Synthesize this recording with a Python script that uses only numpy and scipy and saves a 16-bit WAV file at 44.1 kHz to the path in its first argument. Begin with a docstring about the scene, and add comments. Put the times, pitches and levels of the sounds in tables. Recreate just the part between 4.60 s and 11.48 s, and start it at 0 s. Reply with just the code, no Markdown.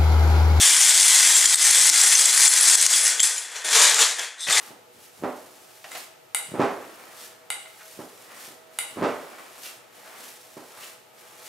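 """Close to a glass bowl on a wooden table, in a small hard room, on a stereo microphone. Over faint room noise
a hand is already kneading biscuit dough: crumbs crackle and the mass rubs round the glass with every stroke.
Almost at once the bowl rolls on its foot and knocks on the table, as it will now and then throughout. After a
second stuck dough snaps free and rings the bowl, the first of five clinks. The loudest knock comes at two
seconds; from three on, fingers squeak at times."""
import sys
import numpy as np
from scipy import signal
from scipy.fft import rfft, irfft
from scipy.io import wavfile

SR = 44100
rng = np.random.default_rng(int(sys.argv[2]) if len(sys.argv) > 2 else 0)


def file_out(sig):
    """Save sig as 16-bit WAV at sys.argv[1]."""
    # one column per channel
    cols = np.atleast_2d(sig).T
    # limit, then scale
    lim = np.clip(cols, -1, 1)
    pcm = np.round(lim * 32767).astype(np.int16)
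    wavfile.write(sys.argv[1], SR, pcm)


N = 303530

# The bowl rolls over its foot, lands and rebounds. Each row: landing in seconds, force in dB, contact
# hardness in Hz, grinding before it in dB, wait for the first rebound in seconds, its relative force in dB.
LANDINGS = [(0.106, -26.5, 500, -62, .015, -13), (0.385, -38, 400, -54.5, .015, -21),
            (0.6243, -14.5, 476, -48, .0126, 6.5), (1.9398, -10.5, 550, -42, .0158, -9),
            (1.9962, 1.5, 640, -30.5, .0207, -6), (3.3904, -14, 440, -52, .016, -18.5),
            (3.879, -28, 500, -79, .015, -10.5), (4.3707, -13.5, 704, -57, .02, -6),
            (4.4219, -3, 760, -32.5, .018, -4), (5.9684, -19.5, 630, -68, .015, -14)]


def amp(db):
    """Decibels to gain."""
    return 10 ** (np.asarray(db) / 20)


def unit_rms(x):
    """Scales to rms 1."""
    return x / np.sqrt(np.mean(x ** 2) + 1e-20)


def curve_at(points, hz):
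    """Reads a table on a log-frequency axis."""
    f, value = np.transpose(points)
    return np.interp(np.log(hz + 1), np.log(f + 1), value)


def add(mix, s, sound):
    """Adds a sound to the mix at s seconds."""
    part = mix[max(round(s * SR), 0):][:len(sound)]
    part += sound[:len(part)]


def pulse(spectrum, size=4096):
    """The sharpest causal pulse that has this spectrum."""
    hz = abs(np.fft.fftfreq(size, 1 / SR))
    log_gain = np.log(amp(curve_at(spectrum, hz)))
    minimum_phase = np.exp(np.conj(signal.hilbert(log_gain)))
    return np.fft.ifft(minimum_phase).real[:size // 2]


def colour(x, spectrum):
    """Filters a sound by a spectrum."""
    return signal.oaconvolve(x, pulse(spectrum))[:len(x)]


def ring(modes, t, damping=1):
    """A struck body's dying partials; neighbouring modes swing in opposite directions."""
    return sum((-1) ** k * amp(db - 60 * t * damping / t60) * np.sin(2 * np.pi * hz * t)
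               for k, (hz, db, t60) in enumerate(modes))


def swell(t, length_s):
    """A rounded rise and fall about time zero."""
    return 1 / np.cosh(np.clip(t / length_s, -50, 50))


def diffuse_pair(a, b, hz):
    """Two unrelated spectra become left and right of a diffuse field at the microphone."""
    # Each row: frequency in Hz, likeness of the two sides from 0 to 1.
    likeness = [(30, 0.6), (100, 0.4), (300, 0.07), (600, 0.45), (1200, 0.11), (4000, 0.42), (12000, 0.3)]
    same = np.clip(curve_at(likeness, hz), 0, 1)
    mid, side = np.sqrt((1 + same) / 2) * a, np.sqrt((1 - same) / 2) * b
    return np.array([mid + side, mid - side])


def room(x, gap_s=0.0084, build_s=0.0023, side_db=0):
    """Dense reflections off near, hard walls build up quickly, each band dying at its own speed."""
    # Each row: frequency in Hz, seconds to fall 60 dB.
    decay_times = [(100, 0.37), (300, 0.74), (800, 0.54), (2000, 0.55), (5000, 0.5), (9000, 0.46),
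                   (15000, 0.2)]
    hz, t, noise = signal.stft(rng.standard_normal((2, SR)), SR, nperseg=512)
    field = diffuse_pair(noise[0], amp(side_db) * noise[1], hz[:, None])
    decay = amp(-60 * t / curve_at(decay_times, hz)[:, None])
    tail = signal.istft(field * decay, SR, nperseg=512)[1]
    tail *= np.clip((np.arange(tail.shape[1]) / SR - gap_s) / build_s, 0, 1)
    return signal.fftconvolve(x[None], tail / np.linalg.norm(tail[0]), axes=1)[:, :N]


def room_tone():
    """Faint steady room noise with a few hollow resonances, and microphone hiss."""
    # Each row: frequency in Hz, relative level in dB.
    noise_floor = [(25, -40), (60, -23.5), (110, -2.5), (220, -7.5), (400, -1), (850, -5.5), (1150, -6.5),
                   (2500, -8.5), (5000, -14), (10000, -16), (13200, -18), (13750, -8), (14300, -25),
                   (16000, -29)]
    # Each row: centre in Hz, width in Hz, lift in dB.
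    resonances = [(370, 26, 5), (488.5, 14, 15.7), (525, 16, 1.2), (642, 9.7, 22), (752, 24, 7.6),
                  (760, 15, 3.7), (856, 14, 16.4), (934, 18, 7.8), (1150, 11, 3.1), (1287, 67, 8.8)]
    hz = np.fft.rfftfreq(N, 1 / SR)
    peaks_db = sum(db / (1 + (2 * (hz - f) / width) ** 2) for f, width, db in resonances)
    shape = amp(curve_at(noise_floor, hz) + peaks_db)
    field = diffuse_pair(*rfft(rng.standard_normal((2, N))), hz)
    return amp(-53.5) * unit_rms(irfft(field * shape, N))


def kneading():
    """Strength of crumbling and rubbing as the hand digs in, presses, shoves and crushes a lump."""
    # Each row: dig in seconds, crush in seconds, pressing in dB, crush in dB, crush length in seconds,
    # shove in dB, its lead on the crush in seconds.
    strokes = [(-.2, 0.074, -50, -47.5, 0.021, -44, 0.074), (0.293, 0.455, -59, -52, 0.04, -70, .03),
               (0.498, 1.372, -54.5, -40, 0.041, -45, 0.035),
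               (1.746, 2.628, -54.5, -45, 0.049, -46.5, 0.29), (2.916, 3.327, -58, -49.5, 0.097, -59, 0.33),
               (3.363, 3.839, -54, -44.5, 0.053, -46.5, .11), (4.1, 5.062, -54, -41.5, 0.044, -46, 0.43),
               (5.3, 5.658, -54, -46.5, 0.065, -45.5, 0.13), (5.705, 6.254, -54, -44.5, 0.049, -46, 0.074),
               (6.525, 6.874, -54.5, -44.5, 0.037, -51.5, 0.14)]
    build_s, lift_s = 0.067, 0.045  # the pressure builds, and dies away as the hand lifts
    t = np.arange(0, N / SR, 1 / 500)
    crumbling, rubbing = np.zeros((2, len(t)))
    for dig_s, crush_s, press_db, crush_db, length_s, shove_db, lead_s in strokes:
        release = np.exp(-np.maximum(t - crush_s, 0) / lift_s)
        press = amp(press_db) * np.clip((t - dig_s) / build_s, 0, 1) * release
        crush = amp(crush_db) * swell(t - crush_s, length_s)
        shove = amp(shove_db) * swell(t - crush_s + lead_s, length_s=0.0083 + 0.67 * lead_s)
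        crumbling += press ** 2 + crush ** 2
        rubbing += (amp(-6) * press) ** 2 + (amp(-7.5) * crush) ** 2 + shove ** 2
    return [np.interp(np.arange(N) / SR, t, np.sqrt(power)) for power in (crumbling, rubbing)]


def grains(per_s, spread_db, clump_db, clump_s):
    """Tiny fractures of very unequal size, which come in clumps."""
    size = amp(spread_db * np.minimum(rng.exponential(1, N), 4.5))
    clicks = size * rng.choice([-1, 1], N) * (rng.random(N) < per_s / SR)
    clumps = np.interp(np.arange(N) / SR / clump_s, np.arange(N), rng.standard_normal(N))
    return unit_rms(clicks * amp(clump_db * clumps))


def dough():
    """Crumbs crackle under the fingers, all across the bowl, while the mass slides round it."""
    # Breaking crumbs and sliding dough. Each row: frequency in Hz, relative level in dB.
    crumb_spectrum = [(100, -75), (600, -14.5), (1800, 0), (2800, -0.5), (4000, 0.5), (6000, 0.5),
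                      (9000, 0), (12000, -0.5), (15500, -7)]
    rub_spectrum = [(40, -47), (110, -27), (200, -2.5), (400, 1.5), (700, 5), (1200, 5), (2000, 1.5),
                    (3200, -5.5), (6000, -15), (15000, -16)]
    crumbling, sliding = kneading()
    mid_cracks, side_cracks = (grains(per_s=5000, spread_db=2.5, clump_db=1.5, clump_s=0.0071)
                               for _ in range(2))
    drags = grains(per_s=2700, spread_db=1.5, clump_db=2, clump_s=0.014)
    crumbs = amp(0.07) * unit_rms(colour(mid_cracks, crumb_spectrum)) * crumbling
    side = amp(-8.5) * unit_rms(colour(side_cracks, crumb_spectrum)) * crumbling
    rubbing = amp(-4.5) * unit_rms(colour(drags, rub_spectrum)) * sliding
    return crumbs + np.array([side, -side]) + rubbing + room(amp(-7.5) * crumbs + amp(-1) * rubbing)


def grinding():
    """A dull, uneven rumble that swells while the bowl rolls over its foot, up to each landing."""
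    swell_s, stop_s = 0.028, 0.0047
    t = np.arange(N) / SR
    rolling = sum(amp(db) * np.exp(np.minimum((t - s) / swell_s, (s - t) / stop_s))
                  for s, _, _, db, _, _ in LANDINGS)
    bumps = grains(per_s=1100, spread_db=4.5, clump_db=-3, clump_s=0.0045)
    dull = [(50, -13.5), (120, -2), (300, -2.5), (600, -9), (1200, -16), (3000, -26), (12000, -52)]
    rumble = rolling * unit_rms(colour(bumps, dull))
    return rumble + room(amp(-4) * rumble)


def contacts(rebounds=4):
    """Every landing, rim slap and rebound, as time in seconds, force in dB and hardness in Hz."""
    gap_ratio, loss_db = 0.85, 7.5  # each rebound comes sooner and weaker
    for s, db, hard_hz, _, gap_s, rebound_db in LANDINGS:
        yield s, db, hard_hz
        yield s + 0.006, db - 10.5, hard_hz * 2.9  # the rest of the foot's rim slaps down
        for k in range(rebounds):
            s += gap_s * gap_ratio ** k
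            yield s, db + rebound_db - k * loss_db, hard_hz * 2.4  # harder, on bare wood


def knocks():
    """Each landing of the bowl pushes the table top and sets it ringing."""
    # The loaded table top and the room's low standing waves.
    # Each row: frequency in Hz, relative level in dB, seconds to fall 60 dB.
    table_modes = [(106, -29, .35), (125.8, -16, 0.43), (179, -12.5, 0.46), (200, -22, 0.71),
                   (251.3, 1.5, 0.33), (276.7, -3.5, 0.24), (321.4, -4, 0.27), (368, -14, 0.5),
                   (399, -2.5, 0.35), (451, -7, 0.48), (492, -17, 0.21), (554.4, -3, 0.36), (598, 1, 0.61),
                   (678, -11, 0.73), (752, -2, 0.43), (812, 2.5, 0.4), (900, -16, 0.3), (1010, -1.5, 0.39),
                   (1105, -18, .35), (1249, 8, 0.2)]
    # The blow, and how strongly it fills the room. Each row: frequency in Hz, gain in dB.
    thud = [(30, -36), (70, -34), (105, -5.5), (170, -10), (280, 0), (550, -0.5), (1200, -4), (2000, -6.5),
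            (4000, -14), (8000, -12), (16000, -21)]
    room_send = [(100, 0.5), (250, -1), (450, 5), (700, 7.5), (1100, 11), (2000, 9), (6000, 11.5)]
    t = np.arange(SR // 2) / SR
    forces = np.zeros((3, N))  # knocks take turns among three room echoes, so their clatter sounds even
    for k, (s, db, hard_hz) in enumerate(contacts()):
        u = 2 * np.pi * hard_hz * t
        push = u * np.exp(-u)  # a harder contact is shorter, so brighter
        add(forces[k % len(forces)], s, -amp(db) * push / push.sum())
    echo_feeds = [colour(force, thud) for force in forces]
    blow = sum(echo_feeds)
    body = amp(-24) * signal.oaconvolve(blow, ring(table_modes, t))[:N]
    # The wide top sends its lows straight to the microphone; the clatter comes by way of the walls.
    direct = amp(20.5) * colour(blow, [(150, 5), (400, 6.5), (800, 0), (1500, -4), (5000, 3.5)])
    walls = amp(19) * sum(room(colour(feed, room_send), gap_s=0.0013, build_s=0.0017, side_db=-8.5)
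                          for feed in echo_feeds)
    return (direct + walls) * amp([[-0.9], [0.9]]) + body * amp([[-2], [2]])  # a little to the right


def tears_and_squeaks():
    """Stuck dough snaps off the glass, and fingers stick and slip on it."""
    # Each row: loudest moment in seconds, level in dB, pitch in Hz.
    tears = [(1.2425, -40, 1570), (1.317, -47, 1520), (1.351, -34.5, 1990), (4.595, -58, 1260)]
    squeaks = [(3.218, -45, 1580), (5.064, -41, 2840), (5.477, -49.5, 1570), (5.66, -53, 3000),
               (6.24, -43, 2700)]
    t = np.arange(SR // 4) / SR - 0.1
    slips = np.zeros(N)

    def slip(s, db, hz, width_hz, rise_s, fall_s):
        """Adds one burst of noise in a resonance."""
        pole = np.exp((2j * hz - width_hz) * np.pi / SR)
        resonance = np.poly([pole, pole.conjugate()]).real
        burst = unit_rms(signal.lfilter([1, 0, -1], resonance, rng.standard_normal(len(t))))
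        envelope = np.exp(np.minimum(t / rise_s, -t / fall_s))
        add(slips, s + t[0], amp(db) * burst * envelope)

    for s, db, hz in tears:
        slip(s, db, hz, width_hz=1450, rise_s=0.00033, fall_s=0.02)
        slip(s, db - 5.5, hz=710, width_hz=98, rise_s=0.00033, fall_s=0.023)  # the hollow it opens
    for s, db, hz in squeaks:
        slip(s, db, hz, width_hz=620, rise_s=0.018, fall_s=0.0087)
    return slips + amp(-5) * room(slips)


def clinks():
    """A crack and a burst of the bowl's partials, mostly soaked up by the dough; the rest rings on."""
    # Blows that ring the bowl, each on another spot; the first comes as dough tears free. Each row: start in #
    # seconds, force in dB, ping lift in dB, treble lift in dB, brightest pitch in Hz, top lift in dB.
    strikes = [(1.3168, -16, -11, 4, 7400, -31), (1.7472, -2.5, -3.5, 6, 8100, -0.5),
               (2.903, -4.5, -2, 3, 8300, -8), (3.058, -20.5, -7, -22, 8000, -20),
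               (4.1877, -4.5, -1, 5, 10200, -6)]
    # The glass with dough in it. Each row: frequency in Hz, relative level in dB, seconds to fall 60 dB.
    bowl_modes = [(818, -5, 0.15), (1407, -5.5, 0.23), (2070, 1, .34), (2890, 0, 0.29), (3796, -4, 0.19),
                  (4640, -9.5, 0.2), (7060, -3.5, 0.11), (7770, -1.5, 0.13), (8380, -5.5, 0.13),
                  (8750, 0, 0.17), (9540, -1.5, 0.18), (10620, 1.5, 0.12), (11700, -6.5, 0.26),
                  (13150, -15, .1), (14700, -10, 0.087)]
    # A tap's sharp crack. Each row: frequency in Hz, relative level in dB.
    crack = [(100, -60), (400, -42), (650, -14), (950, 0.5), (1600, -5), (2200, 19), (4000, -11),
             (5600, -5.5), (7200, -1), (8800, 6), (10700, -6), (12200, 5), (13500, -28), (16000, -36)]
    t = np.arange(SR // 2) / SR
    tap = amp(-17) * ring(bowl_modes, t, damping=17.2)
    add(tap, 0, amp(-1.5) * pulse(crack))
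    # The rim's lobes reach the two sides slightly out of step.
    rims = amp(-35) * np.array([ring(bowl_modes, t), ring(bowl_modes, t + 0.000015)])
    blows = np.zeros(N)
    for s, db, ping_db, treble_db, bright_hz, top_db in strikes:
        contact = [(2100, 0), (2900, ping_db), (4000, 0),
                   (0.9 * bright_hz, treble_db - 3.5), (bright_hz, treble_db), (14000, top_db)]
        add(blows, s, amp(db) * pulse(contact))
    bass_cut = signal.butter(2, 450, "highpass", fs=SR, output="sos")  # the taps carry no bass below about 450 Hz
    blows = signal.sosfilt(bass_cut, blows)
    taps = signal.oaconvolve(blows, tap)[:N]
    ringing = signal.oaconvolve(blows[None], rims, axes=1)[:, :N]
    return taps + ringing + room(amp(1) * taps + amp(-8.5) * ringing[0], gap_s=0.0013, build_s=0.0041)


def scene():
    """Everything that reaches the microphone at the table."""
    return room_tone() + dough() + grinding() + knocks() + tears_and_squeaks() + clinks()


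def record(dry):
    """The microphone's bass cut and band limit."""
    low_hz, high_hz = 70, 15750
    bass_cut = signal.butter(2, low_hz, "highpass", fs=SR, output="sos")
    band_limit = signal.firwin(511, high_hz, window=("kaiser", 9), fs=SR)
    return signal.oaconvolve(signal.sosfilt(bass_cut, dry), band_limit[None], "same")


dry = scene()
out = record(dry)
file_out(out)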